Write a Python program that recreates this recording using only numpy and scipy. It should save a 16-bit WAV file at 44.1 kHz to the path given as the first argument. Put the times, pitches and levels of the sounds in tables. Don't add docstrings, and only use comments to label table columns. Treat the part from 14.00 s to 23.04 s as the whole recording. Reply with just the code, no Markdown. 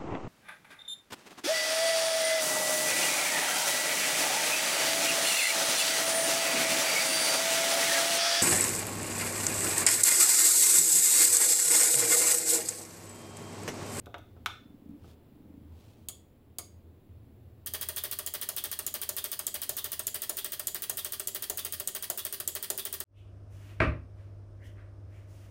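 import sys
import numpy as np
from scipy import signal
from scipy.fft import rfft, irfft
from scipy.io import wavfile
from scipy.ndimage import uniform_filter1d

SR = 44100
rng = np.random.default_rng(int(sys.argv[2]) if len(sys.argv) > 2 else 0)


def generate_wav(signal):
    frames = np.transpose(np.atleast_2d(signal))
    scaled = np.clip(frames, -1, 1) * 32767
    pcm = np.round(scaled).astype(np.int16)
    wavfile.write(sys.argv[1], SR, pcm)


N = 398663
SIZE = 4096
HZ = np.fft.rfftfreq(SIZE, 1 / SR)
T = np.arange(SIZE) / SR
START_S, BEAT_S, CYCLE_COUNT = 3.6613, .07523, 9
SHAKE_S, REST_S = .0014, .007

# frequency in Hz, relative level in dB.
BOARD_TONE = [(100, -14), (280, -14.5), (390, 3.5), (500, -4), (660, 3.5), (820, -6), (1400, -9),
              (2300, -24), (5000, -8), (16000, -57)]
# snap level in dB, card shake in dB,
# card ring in Hz, level of the landing arms in dB.
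BEATS = [(-6.5, -15.5, 3680, -10), (-3, -10.5, 4700, -11), (-4.5, -9, 3750, -16), (-2, -9, 360, -14.5),
         (-5.5, -10.5, 4900, -7.5), (-2, -9.5, 3600, -10), (-4.5, -9.5, 3450, -13), (-2, -7.5, 1220, -28.5)]


def amp(db):
    return 10 ** (np.asarray(db) / 20)


def unit(x):
    return x / np.sqrt(np.sum(x ** 2) + 1e-20)


def read(points, hz):
    f, value = np.transpose(points)
    return np.interp(np.log(hz + 1), np.log(f), value)


def level(curve):
    return amp(np.interp(np.arange(N) / SR, *np.transpose(curve)))


def add(mix, s, db, sound):
    part = mix[max(round(s * SR), 0):][:len(sound)]
    part += amp(db) * sound[:len(part)]


def noise(gain_at):
    hz = np.fft.rfftfreq(N, 1 / SR)
    return np.sqrt(N) * unit(irfft(rfft(rng.standard_normal(N)) * gain_at(hz), N))


def tones(lines):
    return noise(lambda hz: sum(amp(db) / (1 + (2 * (hz - f) / width) ** 2) for f, width, db in lines))


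def body(spectrum, rings=(), tilt_db=0):
    db = read(spectrum, HZ) + tilt_db * np.log2((HZ + 100) / 1000)
    peaks = 1 + sum((amp(boost) ** 2 - 1) / (1 + (2 * (HZ - hz) / width) ** 2)
                    for hz, width, boost in rings)
    cepstrum = irfft(np.log(amp(db)) + np.log(np.maximum(peaks, 1e-2)) / 2)
    cepstrum[1:SIZE // 2] *= 2
    cepstrum[SIZE // 2 + 1:] = 0
    return unit(irfft(np.exp(rfft(cepstrum))))


def chatter(t60, rise):
    envelope = amp(-60 * T / t60) * (1 - np.exp(-(T + 1 / SR) / rise))
    spectrum = rfft(rng.standard_normal(SIZE) * envelope, 2 * SIZE)
    even = irfft(spectrum / np.sqrt(uniform_filter1d(abs(spectrum) ** 2, size=33) + 1e-9))
    return unit(even[:SIZE])


def hit(force, response):
    return unit(signal.fftconvolve(force, response))


def ping(hz, spread, t60):
    t = np.arange(SR // 2) / SR
    pitches = hz * (1 + spread * rng.standard_normal((10, 1)))
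    waves = np.sin(2 * np.pi * (pitches * t + rng.random((10, 1))))
    return unit(waves.sum(0) * amp(-60 * t / t60))


def room_air():
    # frequency in Hz, relative level in dB.
    air_tone = [(25, -14), (55, -12.5), (120, -8), (160, -13), (230, -10), (400, -16), (700, -25.5),
                (1500, -37), (3500, -41), (6000, -51.5), (9000, -52), (11000, -48.5), (16000, -41)]
    # time in seconds, level in dB.
    air_levels = [(0, -58), (1.8, -57.5), (2.4, -60), (3.6, -58.5), (4.2, -61.5), (9.04, -62)]
    return noise(lambda hz: amp(read(air_tone, hz))) * level(air_levels)


def low_hum():
    # pitch in Hz, width in Hz, relative level in dB.
    hum_tones = [(82.4, 7.8, 4), (106.6, 23, -6.5)]
    # time in seconds, relative level in dB.
    hum_levels = [(0.0, -52.5), (0.5, -53.5), (0.55, -66), (1.13, -49.5), (1.18, -59.5), (1.89, -53),
                  (1.99, -59), (3.37, -51.5), (5.31, -65.5), (6.04, -57.5), (6.29, -65.5), (7.78, -59),
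                  (7.85, -66), (9.04, -60.5)]
    return amp(-0.5) * tones(hum_tones) * level(hum_levels)


def whine():
    # pitch in Hz, width in Hz, relative level in dB.
    whine_tones = [(7550, 220, 1), (10700, 250, 4.5), (13200, 330, -14), (15500, 450, 7)]
    return amp(-84.5) * tones(whine_tones)


def plug_knocks():
    # start in seconds, level in dB, brightness in dB per octave, ring in Hz.
    knocks = [(0.059, -30.5, 3.5, 1290), (0.0678, -19, -15.5, 650), (0.1427, -12, -8, 750),
              (0.182, -34.5, 5.5, 5950), (0.3655, -27.5, -18, 1290), (0.46, -1.5, -.5, 1230),
              (1.044, -26, -17.5, 390)]
    # frequency in Hz, relative level in dB.
    plug_tone = [(30, -66), (150, -32), (380, -16), (520, -19), (680, -7), (1000, -9), (1330, 1),
                 (1900, -10), (2900, -2), (3750, 3), (4600, -13), (6300, -11), (9500, -20), (12200, -14),
                 (16000, -27)]
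    # pitch in Hz, width in Hz, boost in dB.
    plug_rings = [(1490, 160, 8.6), (2180, 210, 9.4), (2530, 78, 7), (4680, 48, 2.8)]
    out = np.zeros(N)
    for s, db, tilt_db, hz in knocks:
        force = chatter(t60=.005, rise=.0004) + .9 * chatter(t60=.035, rise=.0015)
        add(out, s, db, hit(force, body(plug_tone, plug_rings + [(hz, 220, 8)], tilt_db)))
        add(out, s, db - 15 + tilt_db, ping(hz=3530, spread=.009, t60=.4))
    return out


def brushing():
    # loudest moment in seconds, level in dB, swell and fade in seconds.
    brushes = [(.3, -80.5, .5, 0.48), (1.11, -63.5, 0.084, 0.03), (1.85, -66.5, 0.12, 0.19)]
    # frequency in Hz, relative level in dB.
    rustle_tone = [(200, -7.5), (500, 8), (1500, -9), (3200, -2.5), (6000, -9.5), (15000, -16)]
    t = np.arange(N) / SR
    strokes = sum(amp(db) * np.exp(-((t - s) / np.where(t < s, swell, fade)) ** 2)
                  for s, db, swell, fade in brushes)
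    grain_times = np.arange(0, N / SR, .003)
    scratch_db = np.interp(t, grain_times, 2.5 * rng.standard_normal(len(grain_times)))
    return noise(lambda hz: amp(read(rustle_tone, hz))) * strokes * amp(scratch_db)


def creaks():
    # time in seconds, relative level in dB.
    pushes = [
        [(0.6, -67), (0.612, -58), (0.752, -53.5), (0.78, -62), (0.892, -43), (0.96, -60)],
        [(1.3, -65), (1.318, -56.5), (1.402, -54.5), (1.412, -54), (1.63, -52), (1.67, -68)],
    ]
    # frequency in Hz, relative level in dB.
    slip_tone = [(60, -47), (150, -7.5), (240, 2), (300, 3), (400, -27), (550, -32), (900, -62),
                 (4000, -57)]
    slowest_per_s, doubling_db, reference_db = 24, 10, -53.5
    out, slip = np.zeros(N), body(slip_tone)
    for curve in pushes:
        times, levels = np.transpose(curve)
        s = times[1]
        for uneven in rng.standard_normal(size=40):
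            if s > times[-1]:
                break
            push_db = np.interp(s, times, levels) - reference_db
            add(out, s, -23.5 + 0.84 * push_db, slip)
            slips_per_s = slowest_per_s * 2 ** (max(push_db, 0) / doubling_db)
            s += np.exp(0.1235 * uneven) / slips_per_s
    return out


def single_relays():
    # start in seconds, level in dB, main and lower ring in Hz, knock in dB.
    clicks = [(2.0861, -6.5, 6950, 3315, -27.5), (2.585, -6, 6620, 4800, -19)]
    # frequency in Hz, relative level in dB.
    relay_tone = [(300, -9), (1200, -40), (2000, -20.5), (3300, -6.5), (5600, -11), (8200, 2), (10000, 1.5),
                  (12000, -3.5), (16000, -1)]
    out = np.zeros(N)
    for s, db, main_hz, lower_hz, knock_db in clicks:
        force = chatter(t60=.006, rise=.0015) + .7 * chatter(t60=.06, rise=.003)
        frame = body(relay_tone, [(main_hz, 400, 6), (lower_hz, 300, 9), (4550, 300, 6)])
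        add(out, s, db, hit(force, frame))
        springs = [(main_hz, -14, .24), (lower_hz, -20, .28), (8360, -20, .2), (10350, -22, .2)]
        for hz, ring_db, t60 in springs:
            add(out, s, db + ring_db, ping(hz, spread=.023, t60=t60))
        card = body(BOARD_TONE, [(1210, 93, 12), (2220, 87, 24)])
        add(out, s, knock_db, hit(chatter(t60=0.1, rise=0.0023), card))
    return out


def beat_times(beat):
    return START_S + BEAT_S * (beat + len(BEATS) * np.arange(CYCLE_COUNT))


def again(habit, fresh, change):
    return np.sqrt(1 - change) * habit + np.sqrt(change) * fresh


def card_relays():
    # frequency in Hz, relative level in dB.
    snap_tone = [(300, -28.5), (1500, -6.5), (2400, -22), (3300, -31), (5500, -12.5), (7500, -6.5),
                 (9000, -3.5), (12000, -4), (14000, -2.5), (16000, 8.5)]
    strike_tone = [(300, -15.5), (2300, -19.5), (3400, -11), (6500, -12.5), (9000, -3), (13000, -9.5),
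                   (15000, -1), (16000, 5)]
    card_tone = [(100, -18.5), (280, -18), (370, -4.5), (490, -10.5), (630, -10), (850, -7), (1250, -7),
                 (1500, -3), (1950, -1.5), (2350, -5), (2900, 0.5), (4600, -2.5), (7200, -5), (9500, 1.5),
                 (16000, 4)]
    # pitch in Hz, width in Hz, boost in dB.
    snap_rings = [(6515, 130, 15.5), (8270, 200, 17.3), (9350, 200, 6.1), (9380, 117, 17.2),
                  (10460, 150, 13.2), (12100, 310, 9.7), (14000, 280, 18)]
    card_rings = [(387.5, 147, 4.45), (588, 21, 9.8), (646, 7.8, 2.1), (700, 12, 6.9), (1176, 118, 8.7),
                  (1785, 70, 4.2), (3210, 43, 5.1), (3440, 72, 1.1), (3130, 100, 0.82), (4870, 560, 5.4),
                  (6020, 170, 5.6)]
    # beat from 0 to 7, delay in seconds, strike level in dB,
    # strike ring in Hz, card shake in dB, card ring in Hz.
    closings = [(0, .0104, -6.5, 10100, -9.5, 3300), (1, .0123, -8, 14200, -9.5, 1780),
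                (1, .0188, -12, 15100, -19.5, 4370), (2, 0.009, -17, 11800, -8, 3100),
                (2, .0172, -7, 10800, -9, 1860), (3, 0.006, -19, 9400, -16.5, 2650),
                (4, 0.0079, -11.5, 14700, -20, 3300), (4, 0.016, -21, 14900, -4, 3506),
                (5, .0162, -7.5, 14800, -13, 1890), (6, 0.012, -8, 15150, -7, 4870),
                (6, 0.017, -17, 15000, -11.5, 1800), (7, 0.0073, -20, 13580, -35.5, 3180)]
    snap_force = lambda: chatter(t60=.005, rise=.0006) + .8 * chatter(t60=.016, rise=.0012)
    strike_force = lambda: chatter(t60=.006, rise=.0015)
    card_force = lambda: chatter(t60=0.068, rise=0.00093)
    out, snap, shakes = np.zeros(N), body(snap_tone, snap_rings), []
    for beat, (db, shake_db, card_hz, rest_db) in enumerate(BEATS):
        habit = snap_force()
        for s in beat_times(beat):
            scatter_db = 0.1 * rng.standard_normal()
            add(out, s, db + scatter_db, hit(again(habit, snap_force(), change=0.39), snap))
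        shakes += [(beat, SHAKE_S, shake_db, card_hz), (beat, REST_S, rest_db, 3170)]
    for beat, delay, db, hz, shake_db, card_hz in closings:
        habit, frame = strike_force(), body(strike_tone, [(hz, 700, 7)])
        for s in beat_times(beat):
            late, harder = rng.standard_normal(2)
            force = again(habit, strike_force(), change=0.29)
            add(out, s + delay + .0003 * late, db + 0.47 * harder, hit(force, frame))
        shakes.append((beat, delay, shake_db, card_hz))
    for beat, delay, db, hz in shakes:
        tilt_db = 0.74 * (-1) ** beat
        habit, card = card_force(), body(card_tone, card_rings + [(hz, 300, 7)], tilt_db)
        for cycle, s in enumerate(beat_times(beat)):
            easing_db = -0.21 * (cycle - CYCLE_COUNT // 2)
            add(out, s + delay, db + easing_db, hit(again(habit, card_force(), change=0.4), card))
    return out


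def card_ring():
    # pitch in Hz, level in dB, seconds to fall 60 dB,
    # extra dB on odd beats, growth in dB per cycle.
    card_notes = [(360.2, -32, .22, 1, 0.95), (392.3, -28, 0.26, 1.5, 0.7), (597.3, -33, 0.16, 10, -0.13),
                  (638.3, -33.5, 0.26, 7.5, 0), (1848, -28.5, .12, 3, 0), (3112, -31.5, 0.23, -4, -0.5),
                  (3313, -24.5, 0.3, -8, -0.93)]
    out, t = np.zeros(N), np.arange(SR // 4) / SR
    hz, db, t60, odd_db, growth_db = np.transpose(card_notes)
    notes = np.array([unit(amp(-60 * t / decay)) * np.exp(2j * np.pi * f * t)
                      for f, decay in zip(hz, t60)])
    notes *= np.sqrt(2) * np.minimum(t / REST_S, 1)
    for beat in range(len(BEATS)):
        for cycle, s in enumerate(beat_times(beat)):
            size, turn = rng.random((2, len(hz)))
            gain = (.5 + size) * amp(db + odd_db * (beat % 2) + growth_db * (cycle - CYCLE_COUNT // 2))
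            phase = np.exp(2j * np.pi * turn)
            add(out, s, 0, ((gain * phase)[:, None] * notes).sum(0).real)
    for s in beat_times(beat=4):
        add(out, s + 0.02, -16, ping(hz=3490, spread=0.055, t60=0.21))
    return out


def driver_click(frame_hz, spring_hz, frame_db, spring_db, bounce_db):
    # frequency in Hz, relative level in dB.
    driver_tone = [(200, -11), (500, -24), (1000, -31), (2200, -28), (3400, -8.5), (5600, -7), (7000, -1),
                   (9000, 0), (12000, 2.5), (16000, -20)]
    force = chatter(t60=.009, rise=.0018) + .45 * chatter(t60=.035, rise=.002)
    add(force, .0025, bounce_db, chatter(t60=0.01, rise=0.00054))
    click = hit(force, body(driver_tone, [(frame_hz, 450, frame_db), (spring_hz, 600, spring_db)]))
    sound = amp(-10.5) * ping(hz=6950, spread=0.026, t60=0.1)
    sound[:len(click)] += click
    return sound


def driver_strip():
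    # level in dB, frame and spring ring in Hz when pulling in,
    # frame and spring ring in Hz when dropping out.
    drivers = [(-8.5, 7500, 11000, 6600, 15500), (-4.5, 7100, 12100, 7080, 14300),
               (-2.5, 8000, 13000, 7430, 15000), (-2.5, 7600, 11600, 8500, 9820),
               (-2, 7600, 12360, 8207, 12320), (-3.5, 7650, 11620, 6480, 16000),
               (-3, 8020, 13700, 8200, 15200), (-1.5, 7950, 11500, 7800, 14700)]
    out = np.zeros(N)
    nudged, thumped = body(BOARD_TONE, [(416, 290, 17)]), body(BOARD_TONE)
    pulls, drops = beat_times(beat=0)[1:], beat_times(beat=3)[1:]
    for k, (db, frame_hz, spring_hz, drop_frame_hz, drop_spring_hz) in enumerate(drivers):
        pull = driver_click(frame_hz, spring_hz, frame_db=11, spring_db=8.5, bounce_db=-33)
        add(out, pulls[k], db, pull)
        add(out, pulls[k], db - 23, hit(chatter(t60=0.019, rise=.002), nudged))
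        drop = driver_click(drop_frame_hz, drop_spring_hz, frame_db=3, spring_db=9, bounce_db=0)
        add(out, drops[k], db - 2.3, drop)
        thump_db = -20 + 1.03 * k
        add(out, drops[k], thump_db, hit(chatter(t60=0.031, rise=0.001), thumped))
    return out


def room(x, wet_db):
    # frequency in Hz, seconds to fall 60 dB.
    echo_times = [(200, 0.38), (800, 0.2), (1600, 0.35), (2600, 0.32), (3400, 0.3), (4200, 0.34),
                  (7000, 0.34), (10000, 0.25), (16000, 0.27)]
    # frequency in Hz, relative level in dB.
    echo_tone = [(200, -3), (600, 5), (1500, -7), (2600, -3.5), (3350, -1.5), (4200, -4), (7200, -5.5),
                 (10000, -7), (16000, -10.5)]
    hz, t, bands = signal.stft(rng.standard_normal(SR // 2), SR, nperseg=256)
    t60 = read(echo_times, hz)[:, None]
    bands *= amp(read(echo_tone, hz)[:, None] - 60 * t / t60) * np.sqrt(2 * np.log(1000) / (t60 * SR))
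    spectrum = rfft(signal.istft(bands, SR, nperseg=256)[1], SR)
    power = abs(spectrum) ** 2
    evening_out = np.sqrt(uniform_filter1d(power, size=601) / uniform_filter1d(power, size=41))
    tail = irfft(spectrum * evening_out)[:SR // 2]
    tail *= 1 - np.exp(-(np.arange(len(tail)) / SR / .0025) ** 2)
    return x + amp(wet_db) * signal.fftconvolve(x, tail)[:N]


def scene():
    relays = room(card_relays(), wet_db=-1.5) + card_ring()
    relays += room(driver_strip(), wet_db=-3) + room(single_relays(), wet_db=-5)
    handling = room(plug_knocks() + creaks(), wet_db=-2.5)
    background = room_air() + low_hum() + whine()
    return (relays + handling + background + brushing())[None]


def record(dry):
    low_pass = signal.firwin(255, 15900, window=("kaiser", 8), fs=SR)
    return signal.oaconvolve(dry, low_pass[None], "same")


dry = scene()
out = record(dry)
generate_wav(out)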